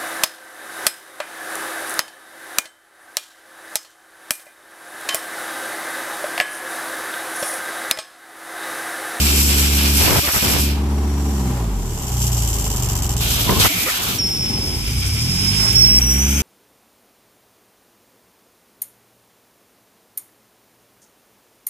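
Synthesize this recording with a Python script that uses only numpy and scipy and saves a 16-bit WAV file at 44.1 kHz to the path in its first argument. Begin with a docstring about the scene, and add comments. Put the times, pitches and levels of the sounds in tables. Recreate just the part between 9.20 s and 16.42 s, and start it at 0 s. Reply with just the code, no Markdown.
"""A three-cylinder diesel drives a portable air compressor, close by, while a hand works its outlet valve.
Each firing puffs through a ringing exhaust pipe; panels, housing and block add noise that swells with it.
Air rushes out as coloured noise; the valve shuts, the engine sags and a relief valve spits with each stroke.
The valve opens again and blasts the microphone with thumps and rasps, among short gliding tones.
Then it whistles half shut, a wavering tone in a breathy band, while the engine picks up."""
import sys
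import numpy as np
from scipy import signal
from scipy.fft import rfft, irfft, next_fast_len
from scipy.io import wavfile
from scipy.ndimage import uniform_filter1d, map_coordinates

SR = 44100
rng = np.random.default_rng(int(sys.argv[2]) if len(sys.argv) > 2 else 0)


def master(y):
    """Save y as 16-bit WAV."""
    cut = np.clip(np.atleast_2d(y).T, -1, 1)
    pcm = np.round(cut * 32767)  # scale
    wavfile.write(sys.argv[1], SR, pcm.astype(np.int16))


N = 318402

# likeness of the left and right ports in the hiss: f/Hz, likeness/1
AIR_ALIKE = [(300, 0.23), (1300, 0.12), (3000, 0.11), (7000, 0.24), (14000, 0.083)]
# likeness of the two ports in the wind: f/Hz, likeness/1
WIND_ALIKE = [(60, 0.97), (160, 0.39), (300, 0.15), (1000, 0.31)]
# colour of the jet rasping over the microphone: f/Hz, level per Hz/dB
RASP = [(200, -23), (600, 3.5), (1400, 5.5), (2200, 4), (3500, -55), (9000, -40)]
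# spells of venting (wide open, opened again, half shut, half shut as the hand lets go):
# opening t/s, shutting t/s, closing time/s, throat level/dB, fizz level at the start/dB
SPELLS = [(-.05, 1.472, 0.075, -22.5, -18), (4.007, 4.976, 0.022, -25.5, -19.5),
          (4.985, 6.54, 0.021, -35, -36.5), (6.53, 11, 0.037, -31, -25)]
STROKES_PER_FIRING = 2 / 3  # compressor strokes
PORTS = np.array([[-.5], [.5]])  # shares a right-minus-left difference between left and right


def amp(db):
    """Amplitude of a level in dB."""
    return 10 ** (np.asarray(db) / 20)


def unit(x):
    """x scaled to rms 1."""
    return x / np.sqrt(np.mean(x ** 2) + 1e-20)


def clock():
    """The time of every sample in s."""
    return np.arange(N) / SR


def along(points, hz):
    """Values read from (Hz, value) points on a log axis."""
    f, v = np.transpose(points)
    return np.interp(np.log(hz + 1), np.log(f + 1), v)


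def curves(rows):
    """One value per sample for each column after the time."""
    s, *cols = np.transpose(rows)
    return [np.interp(clock(), s, c) for c in cols]


def steps(rows, glide_s):
    """Each row holds from its start until the next, with a short glide between them."""
    s, *cols = np.transpose(rows)
    row = np.maximum(np.searchsorted(s, clock(), side="right") - 1, 0)
    return [uniform_filter1d(c[row], int(glide_s * SR) + 1, mode="nearest") for c in cols]


def window(start, end, edge):
    """1 between two times, with soft edges; its square has straight ramps."""
    return np.sqrt(np.clip(np.minimum(clock() - start, end - clock()) / edge + .5, 0, 1))


def wobble(rate):
    """A smooth random curve, rate knots a second."""
    return map_coordinates(rng.standard_normal(int(N * rate / SR) + 4), [clock() * rate], order=2)


def filtered(x, response):
    """x times a response of frequency."""
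    m = next_fast_len(N + 8192)
    return irfft(rfft(x, m) * response(np.fft.rfftfreq(m, 1 / SR)), m)[..., :N]


def rush(spectrum, alike, lead_s=0):
    """Stereo noise of rms 1 with a given colour, left-right likeness and lead at the left port."""
    def response(hz):
        turn = np.arccos(np.clip(along(alike, hz), -1, 1)) / 2
        return amp(along(spectrum, hz)) * np.array([np.cos(turn), np.sin(turn)])
    mid, side = filtered(rng.standard_normal((2, N)), response)
    right = np.roll(mid - side, int(round(lead_s * SR)))
    return unit(np.array([mid + side, right]))


def narrow(hz, width_hz):
    """A breathy stereo tone of rms 1: a narrow band of noise around a steady or gliding pitch."""
    a, b = filtered(rng.standard_normal((2, 2, N)), lambda f: 1 / (1 + (f / width_hz) ** 2))
    phase = 2 * np.pi * np.cumsum(hz * np.ones(N)) / SR
    return unit(a * np.cos(phase) + b * np.sin(phase))


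def speed():
    """Firings a second: the engine runs, coasts down, sags to a crawl and picks up along an S-curve."""
    # coasting down, caught by the governor, then sagging: t/s, firing rate/Hz
    slowing_down = [(1.85, 71.4), (2.1, 70.7), (2.2, 66.5), (2.37, 59.4), (2.75, 35.4), (2.87, 30.2),
                    (3.06, 30.2), (4.04, 19.1)]
    steepest_s, time_constant_s, heads_for_hz = 6.044, .577, 78.9
    slowing, = curves(slowing_down)
    pickup = np.exp(-np.exp((steepest_s - clock()) / time_constant_s))
    return slowing + (heads_for_hz - slowing_down[-1][1]) * pickup


def pipe(hz):
    """Complex response of the exhaust's resonances and the silencer's dead notes."""
    # ringing of exhaust pipe and silencer: f/Hz, width/Hz, level/dB
    resonances = [(54.2, 15.6, 3), (117.4, 9.6, 4.5), (154.4, 14, -4.5), (181.8, 18.4, -3),
                  (212.6, 12, -3.5), (251, 8.9, -3), (283.6, 6, -3.5), (308, 14, -8), (361.5, 31, -6)]
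    # dead notes of the silencer: f/Hz, width/Hz, depth/1
    dead_notes = [(87.3, 18, 0.35)]

    def peak(centre, width):
        return 1j * hz * width / (centre * centre - hz * hz + 1j * hz * width)

    # neighbouring resonances have opposite signs
    ringing = sum((-1) ** k * amp(db) * peak(c, w) for k, (c, w, db) in enumerate(resonances))
    return ringing * np.prod([1 - np.clip(depth, 0, 1) * peak(c, w) for c, w, depth in dead_notes], axis=0)


def exhaust(rate, firings, boom_db, puff_db, uneven_db):
    """One puff per firing rings the pipe; a puff lasts a fixed crank angle, so slow running is duller."""
    boom_knee_hz = 53.2  # below this firing rate the boom falls away
    dullest_hz = 147  # the slowest puffs still reach up to here
    grid = np.arange(2048)  # Hz
    # the silencer's chambers delay the higher notes and smear each puff
    response = pipe(grid) * np.exp(-1j * (grid / 130) ** 2)
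    turn = np.exp(2j * np.pi * (firings + 0.0022 * wobble(30)))
    puffs, power, partial = np.zeros(N), np.zeros(N), turn
    corner = np.maximum(4.22 * rate, dullest_hz)
    # harmonics of the firing rate; the first is the boom
    for k in range(2, 18):
        partial = partial * turn
        gain = response[(k * rate).astype(int)] / (1 + (k * rate / corner) ** 5.1)
        puffs += (gain * partial).real
        power += abs(gain) ** 2
    # the three cylinders are not equally strong
    uneven = amp(uneven_db * np.cos(np.pi * firings * STROKES_PER_FIRING) + 0.45 * wobble(35))
    radiated = 1 / np.sqrt(1 + (boom_knee_hz / rate) ** 8)
    boom_level = radiated * amp(boom_db + 0.22 * wobble(18.0))
    boom = boom_level * np.sqrt(2) * (turn * np.exp(1j * 0.27)).real
    return amp(puff_db) * uneven * puffs / np.sqrt(power / 2) + boom


def casing(rate, firings, rumble_db, shudder_db, clatter_db):
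    """Panels rumble, housing shudders, block clatters: noise swelling at each firing, deepest when slow."""
    # colours of panels, loose housing and block: f/Hz, level per Hz/dB
    panel_colour, housing_colour, block_colour = [(20, -30), (36, -11), (55, 1), (100, -1), (190, 0.5),
                                                  (300, -4), (400, -2.5), (520, -16.5), (900, -18.5),
                                                  (2000, -58)], [(25, -25), (55, -0.5), (100, 1.5),
                                                                  (140, -3.5), (190, -5), (250, -7.5),
                                                                  (450, -23.5), (900, -55)], [(200, -33), (440, 1),
                                                                                   (500, -23), (550, 1),
                                                                                   (610, -4), (700, -3.5),
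                                                                                   (820, 6), (880, -3.5),
                                                                                   (940, 2.5), (1100, -2),
                                                                                   (1500, -7.5),
                                                                                   (2100, -10.5),
                                                                                   (4200, -14.5),
                                                                                   (14000, -20.5)]
    # likeness of the two ports: f/Hz, likeness/1
    engine_alike = [(60, 0.76), (150, 0.95), (300, 0.99), (700, 0.85), (1500, 0.13), (4000, 0.062)]
    beat = np.cos(2 * np.pi * (firings - .1)) * np.interp(rate, [25, 65], [2.2, 1])
    rumble = amp(rumble_db) * unit(amp(0.62 * beat) * rush(panel_colour, engine_alike))
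    shudder = amp(shudder_db) * unit(amp(0.62 * beat) * rush(housing_colour, engine_alike))
    rattle = amp(0.23 * beat + 1.4 * wobble(120))
    clatter = amp(clatter_db) * unit(rattle * rush(block_colour, engine_alike))
    return rumble + shudder + clatter


def jet(throat_db, fizz_db, sizzle_db, spectrum):
    """Escaping air: a roar in the valve's throat and fizz from the free jet, each with its own turbulence."""
    throat_right_db, fizz_right_db = 1, 0.3  # right port minus left
    air = rush(spectrum, AIR_ALIKE, lead_s=.0003)
    throat = filtered(air, lambda hz: 1 / (1 + (hz / 4600) ** 8))
    sizzle = air - filtered(air, lambda hz: 1 / (1 + (hz / 10500) ** 8))
    fizz = (air - throat + (amp(sizzle_db) - 1) * sizzle) / np.std(air - throat)

    def eddies_db():
        return 0.99 * (wobble(250) + 1.48 * wobble(30))

    roar = amp(throat_db + PORTS * throat_right_db + eddies_db()) * unit(throat)
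    return roar + amp(fizz_db + PORTS * fizz_right_db + eddies_db()) * fizz


def outlet(rate, strokes):
    """Each spell of venting drains the tank and grows louder with engine speed; the strokes ripple the flow."""
    # air wide open, opened again, half shut, let go: f/Hz, level per Hz/dB
    colours = [[(200, -7), (700, -9.5), (1500, -7.5), (1950, -9.5), (2400, -0.5), (3100, -2.5), (3900, -4),
                (5700, 5), (6600, -2), (7450, 5), (8300, 2), (10700, -0.5), (11800, 5.5), (14200, 2)], [(200, -5), (700, -1), (1500, -2), (1950, -6.5), (2350, 1.5), (3200, 4.5),
                                   (4200, 1), (6000, 0), (6900, -3), (7550, 0.5), (8300, -3.5), (10200, -5),
                                   (12300, 0), (14200, 0)], [(300, -45), (1000, -9), (1500, -5), (1850, -7.5),
                                                       (2350, 4.5), (2700, -0.5), (3200, 2), (4200, -5.5),
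                                                       (5400, 8.5), (6900, 0), (7600, 2.5), (8400, 1),
                                                       (10900, -1), (12000, -4)], [(300, -1), (1000, -15),
                                                                              (1500, -1.5), (1850, -5),
                                                                              (2350, 6), (2700, 1.5),
                                                                              (3200, 2), (4200, -15),
                                                                              (5400, 5.5), (6900, -4),
                                                                              (8400, -0.5), (10000, -5.5),
                                                                              (12000, -2.5), (14000, 0)]]
    # the hiss swells as the jet points at the microphone: start t/s, end t/s, edge/s, level/dB
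    sweeps = [(0.76, 0.995, 0.08, 2), (4.394, 4.477, 0.014, 8.5)]
    bleed_db_per_s = 0.76  # an open outlet drains the tank
    # a faster engine pumps more air: dB per octave of engine speed
    throat_slope, fizz_slope, sizzle_slope = 5, 8.5, -4
    throat_fade = 0.53  # share of the fizz's closing loss in dB that the throat takes
    t, air = clock(), 0
    for (opens, shuts, closing, throat_db, fizz_db), colour in zip(SPELLS, colours):
        shut_db = -20 / np.log(10) * np.logaddexp(0, 2 * (t - shuts) / closing)
        octaves = np.log2(rate / np.interp(opens, t, rate))
        sizzle_db = sizzle_slope * np.log2(rate / np.interp(shuts, t, rate))
        flow = jet(throat_db + throat_slope * octaves + throat_fade * shut_db,
                   fizz_db + fizz_slope * octaves + shut_db, sizzle_db, colour)
        air = air + window(opens, np.inf, edge=0.0052) * amp(-bleed_db_per_s * (t - opens)) * flow
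    aim_db = sum(db * window(start, end, edge) ** 2 for start, end, edge, db in sweeps)
    return amp(aim_db + 0.099 * np.cos(2 * np.pi * strokes)) * air


def swells():
    """Bands of noise swell and slide in the hiss as hand and microphone move about the jet."""
    # start t/s, end t/s, f at start/Hz, f at end/Hz, width/Hz, level/dB
    bands = [(-.05, 0.493, 7430, 7500, 450, -26.5), (0.761, 1.198, 12430, 11800, 695, -28),
             (4.007, 4.39, 3520, 3204, 593, -33), (4.395, 4.47, 4780, 1800, 1000, -25),
             (4.467, 4.714, 2287, 2345, 336, -28), (4.72, 4.921, 1510, 1256, 402, -33)]
    sound = 0
    for start, end, from_hz, to_hz, width_hz, db in bands:
        hz = np.interp(clock(), [start, end], [from_hz, to_hz])
        gate = window(start, end, edge=min(.12, (end - start) / 4))
        sound = sound + amp(db) * gate * narrow(hz, width_hz)
    return sound


def leak():
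    """Strength of air at the relief valve while the outlet is shut: it weeps, cracks open, pops and fades."""
    weep_s, weep_width_s, weep_db = 2.19, 0.3, -33.5
    crack_s, lift_s, lift_db, fade_db_per_s = 2.3, 3.001, -22, 3
    crack_share = 0.65  # how far it has opened just before it lifts fully
    pop_db, pop_length_s = 1.5, 0.086
    reseat_db, reseat_s = -4, 0.029  # after the pop it falls back for a moment
    t = clock()
    weep = amp(weep_db) / (1 + ((t - weep_s) / weep_width_s) ** 2)
    spent = lift_s + pop_length_s
    pop = pop_db * window(lift_s, spent, edge=0.011) ** 2
    reseat = reseat_db * window(spent, spent + reseat_s, edge=0.01) ** 2
    cracking = crack_share * np.clip((t - crack_s) / (lift_s - crack_s), 0, 1) ** 1.6
    opening = np.where(t < lift_s, cracking, 1)
    lifted = amp(lift_db + pop + reseat - fade_db_per_s * (t - lift_s)) * opening
    return np.maximum(weep, lifted) * window(SPELLS[0][1], SPELLS[1][0], edge=0.074)


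def relief(rate, strokes):
    """Each stroke lifts the relief valve, which chatters on its seat and closes again, now sooner, now later."""
    # slow strokes come as separate spits: firing rate/Hz, share of the leak in spits/1
    spit_shares = [(20, 0.91), (30, 0.45), (55, 0.17)]
    # colour of the relief air: f/Hz, level per Hz/dB
    relief_colour = [(900, -31), (2200, -16.5), (3000, -3), (3900, -12.5), (5000, -4), (5580, -2.5),
                     (5850, 1), (6100, -0.5), (6650, -3), (7250, 2.5), (7580, 6), (8000, -6), (10700, -9),
                     (11800, -5.5), (13900, -3.5)]
    chatter_hz, shuts_at = 84, 0.94  # shuts at about this share of the stroke
    part = strokes % 1
    age = part / (rate * STROKES_PER_FIRING)  # s since the stroke began
    closes = np.minimum(shuts_at + .045 * wobble(17), 1)
    lift = np.minimum(age / .0015, 1) * np.exp(-.85 * part) * np.clip((closes - part) / .2, 0, 1)
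    cycle = chatter_hz * age - .2 + 0.48 * part * wobble(40)
    chatter = amp(4.8 * np.cos(2 * np.pi * cycle) + .8 * wobble(90))
    share = np.clip(along(spit_shares, rate), 0, 1)
    flow = 1 - share + share * unit(lift * chatter)
    return leak() * flow * rush(relief_colour, AIR_ALIKE, lead_s=-.00012)


def housing(x):
    """Echoes off nearby steel walls comb the hiss, differently at each port."""
    # delay left/s, delay right/s, gain/1
    walls = [(.0013, 0.0018, 0.093), (.0031, 0.0018, -0.11), (.0052, 0.0066, 0.056), (.0094, 0.0098, 0.011)]

    def response(hz):
        echoes = 0
        for left, right, gain in walls:
            echoes = echoes + gain * np.exp(-2j * np.pi * hz * np.array([[left], [right]]))
        return 1 + echoes

    return filtered(x, response)


def whistle(strokes):
    """Half-shut valve: a stroke-wavered edge tone with a weak octave, in a halo and a wider skirt of noise."""
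    # t/s, f/Hz, level/dB, right minus left/dB, phase between the ports/rad
    edge_tone = [(5.0, 5430, -18, 0, 0.72), (5.3, 5310, -24.5, -1, 1.7), (5.5, 5190, -26.5, 0, 2.34),
                 (5.7, 5120, -33, -2, 2.3), (6.0, 5120, -25.5, 1.5, 2.8), (6.35, 5250, -19.5, 9.5, 3.4),
                 (6.63, 5373, -12.5, 7, 2.5), (6.8, 5520, -13, -1, 2.63), (6.98, 5550, -18.5, 5, 1.8),
                 (7.22, 5960, -26, -5, 1.5)]
    # the tone breaks and jumps up: t/s, length/s, jump/Hz, dip/dB
    breaks = [(6.535, 0.03, 19, -11), (6.804, 0.018, 130, -34), (6.995, 0.021, 190, -1)]
    start, chirp_hz, chirp_s = 4.988, 260, 0.00795  # it starts sharp and falls to pitch
    # skirt: width, mean level, share of the tone's swings in dB
    skirt_width_hz, skirt_db, skirt_follows = 220, -38.5, 0.58
    t = clock()
    hz, db, right_db, spread = curves(edge_tone)
    hz = hz + chirp_hz * np.exp(-np.maximum(t - start, 0) / chirp_s)
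    for s, length, jump_hz, dip_db in breaks:
        hz = hz + jump_hz * window(s, np.inf, length) ** 2
        db = db + dip_db * window(s - length / 2, s + length / 2, edge=0.0092) ** 2
    ripple = np.cos(2 * np.pi * strokes)
    phase = 2 * np.pi * np.cumsum(hz + 12 * ripple + 13 * wobble(50) + 42 * wobble(500)) / SR
    waver = unit(amp(1.04 * wobble(180) + 2.2 * wobble(25) + 0.65 * ripple))
    tone = waver * np.exp(1j * (phase + PORTS * spread))
    halo = unit(filtered(rng.standard_normal((2, N)), lambda f: 1 / (1 + (f / 170) ** 2)))
    # a strong tone locks in; a weak one is breathier
    airy = np.clip(np.interp(db, [-31, -21, -13], [.55, .08, .03]), 0, 1)
    breath = halo[0] * tone.real + halo[1] * tone.imag
    sound = np.sqrt(2 * (1 - airy)) * tone.real + np.sqrt(airy) * breath
    octave = amp(-21.5) * np.cos(2 * phase) * (0.38 + 0.66 * halo)
    skirt_level = amp(skirt_db + skirt_follows * (db - np.mean(db[t > start])))
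    skirt = skirt_level * unit(amp(2.4 * ripple + 4.5 * wobble(90))) * narrow(hz, skirt_width_hz)
    return (amp(db + PORTS * right_db) * (sound + octave) + skirt) * window(start, np.inf, edge=0.0091)


def buffeting():
    """The jet batters the microphone in ragged lumps of noise and rasps over its edge."""
    # the jet strikes the microphone: start t/s, end t/s, thump level/dB, rasp level/dB
    gusts = [(0.803, 0.872, -21, -29), (0.872, 0.939, -17, -27), (0.946, 0.994, -16, -22),
             (1.045, 1.098, -43, -31), (1.076, 1.117, -41, -27), (1.137, 1.188, -27, -25.5),
             (1.226, 1.4, -23, -31.5), (4.255, 4.304, -25.5, -47), (4.289, 4.337, -16, -36),
             (4.36, 4.41, -19, -45), (4.413, 4.443, -35, -44), (4.444, 4.467, -20.5, -19),
             (4.667, 4.708, -46, -29), (6.403, 6.496, -45, -32)]
    # colour of the thumps: f/Hz, level per Hz/dB
    thump_colour = [(25, -14), (100, 10.5), (190, 0.5), (380, -1.5), (600, -7), (1050, -8.5), (1500, -27),
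                    (3000, -36), (8000, -55)]
    thump = sum(amp(db) * window(start, end, edge=0.0063) for start, end, db, _ in gusts)
    rasp = sum(amp(db) * window(start, end, edge=0.013) for start, end, _, db in gusts)
    wind = thump * rush(thump_colour, WIND_ALIKE) + rasp * rush(RASP, AIR_ALIKE)
    return unit(amp(1.9 * wobble(200))) * wind


def slaps():
    """Single eddies hit the microphone: a quick push of pressure and a splash of rasp."""
    # t/s, level/dB
    eddy_hits = [(0.878, -14.5), (0.898, -17), (0.908, -5.5), (0.925, -7), (0.967, -10.5), (0.982, -14),
                 (4.294, -4), (4.322, -16), (4.337, -13), (4.398, -26), (4.442, -11), (4.449, -6)]
    push_s, splash_s, splash_db = 0.0016, 0.0026, -11.5  # push length, splash decay and relative level
    t = np.arange(2048) / SR
    push = (1 - t / push_s) * np.exp(-t / push_s) * (1 - np.exp(-t / 0.00029))
    hits = np.zeros(N)
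    for s, db in eddy_hits:
        hits[int(s * SR)] = amp(db)
    splash = signal.fftconvolve(hits, np.exp(-t / splash_s))[:N]
    return signal.fftconvolve(hits, push)[:N] + amp(splash_db) * splash * rush(RASP, WIND_ALIKE)


def gliding_tones():
    """Short sines, unsteady in pitch, glide up or down around the gusts."""
    # t/s, length/s, f/Hz, level/dB, relative rise of pitch/(1/s)
    glides = [(1.047, 0.028, 300, -34, -10), (1.048, 0.038, 580, -37, -3), (1.049, 0.027, 1160, -36, -3),
              (4.305, 0.044, 1040, -25, 1), (4.325, 0.039, 188, -20.5, 1), (4.328, .06, 365, -27.5, -0.5),
              (4.363, 0.031, 1000, -30, 2), (4.513, 0.02, 300, -28.5, -2), (4.516, 0.023, 680, -36, -1),
              (4.571, 0.038, 178, -30, -2), (4.65, 0.027, 310, -33, 3), (4.677, 0.015, 545, -28, 7),
              (4.688, 0.029, 1310, -28, 1), (4.702, 0.022, 1900, -29, 4)]
    unsteady, tones = clock() + np.cumsum(0.051 * wobble(150)) / SR, 0
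    for s, length, hz, db, rise in glides:
        phase = 2 * np.pi * hz * (unsteady + rise * (clock() - s) ** 2 / 2)
        gate = window(s - length / 2, s + length / 2, edge=0.0166)
        tones = tones + amp(db) * gate * np.sin(phase)
    return np.sqrt(2) * tones


def low_end_dips(x):
    """The low end of engine and air dips briefly: a low-passed copy is partly taken away."""
    # start t/s, end t/s, level/dB, reaching up to f/Hz
    dips = [(0.833, 1.388, -7, 254), (0.997, 1.075, -9, 1490), (1.094, 1.159, -19, 746),
            (1.176, 1.225, -11, 700), (4.475, 4.54, -9.5, 1060), (4.546, 4.712, -4.5, 300),
            (4.684, 4.798, -9, 700), (4.8, 4.875, -5, 300)]
    for start, end, db, top_hz in dips:
        low = signal.sosfiltfilt(signal.butter(2, top_hz, fs=SR, output="sos"), x)
        x = x + (amp(db) - 1) * window(start, end, edge=0.013) ** 2 * low
    return x


def singing():
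    """Weak flow makes the valves sing faintly: narrow bands of noise."""
    # start t/s, end t/s, f/Hz, width/Hz, level/dB
    faint_tones = [(1.72, 2.2, 5673, 75, -46.5), (5.682, 5.981, 4970, 83.33, -38)]
    return sum(amp(db) * window(start, end, edge=0.2) * narrow(hz, width_hz)
               for start, end, hz, width_hz, db in faint_tones)


def scene():
    """The crankshaft times the firings and the compressor's strokes; the jet and its wind join the engine."""
    # engine running free, pumping against the shut valve, throttling back, coasting, caught by the
    # governor, labouring, chugging, sinking, near stalling, stumbling, picking up, gathering speed, back:
    # start t/s, boom level/dB, exhaust puffs level/dB, panel rumble level/dB, shudder level/dB,
    # block clatter level/dB, unevenness of the cylinders/dB
    states = [(0, -17.5, -26, -30, -38.5, -51, 0.2), (1.5, -18.5, -26.5, -29.5, -43.5, -34.5, 0.5),
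              (2.18, -22, -23, -28.5, -44, -32.5, -2), (2.47, -15.5, -30, -33, -36, -37, 0),
              (2.88, -22, -18.5, -33.5, -37, -35.5, -0.5), (3.34, -18, -22, -32.5, -35, -34, 0.5),
              (3.78, -22, -20.5, -32.5, -38, -34.5, -0.5), (4.08, -22, -24, -35.5, -28.5, -54, 0),
              (4.47, -22, -37, -34, -30.5, -43, -5), (5.27, -22, -33.5, -29.5, -28, -40, 1),
              (5.62, -25, -22.5, -40.5, -28.5, -44.5, 3), (6.15, -24.5, -24, -33.5, -27.5, -41, 1.5),
              (6.7, -19, -26, -34.5, -35, -39, 0)]
    stroke_at_s = 3.5  # a stroke begins here
    puff_lag = 0.149  # each puff reaches the tailpipe this share of a firing late
    rate = speed()
    firings = np.cumsum(rate) / SR
    firings = firings - np.interp(stroke_at_s, clock(), firings)
    strokes = firings * STROKES_PER_FIRING
    boom_db, puff_db, rumble_db, shudder_db, clatter_db, uneven_db = steps(states, glide_s=0.2)
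    late = firings - puff_lag
    engine = exhaust(rate, late, boom_db, puff_db, uneven_db)
    engine = engine + casing(rate, late, rumble_db, shudder_db, clatter_db)
    air = housing(outlet(rate, strokes) + swells() + relief(rate, strokes))
    at_microphone = buffeting() + slaps() + gliding_tones()
    return low_end_dips(engine + air) + whistle(strokes) + singing() + at_microphone


def record(dry):
    """The highest peaks are rounded off and nothing is kept above the band limit."""
    top_hz = 14280
    rounded = dry / (1 + (dry / .9) ** 8) ** (1 / 8)
    return filtered(rounded, lambda hz: np.clip((top_hz - hz) / 150 + .5, 0, 1))


dry = scene()
out = record(dry)
master(out)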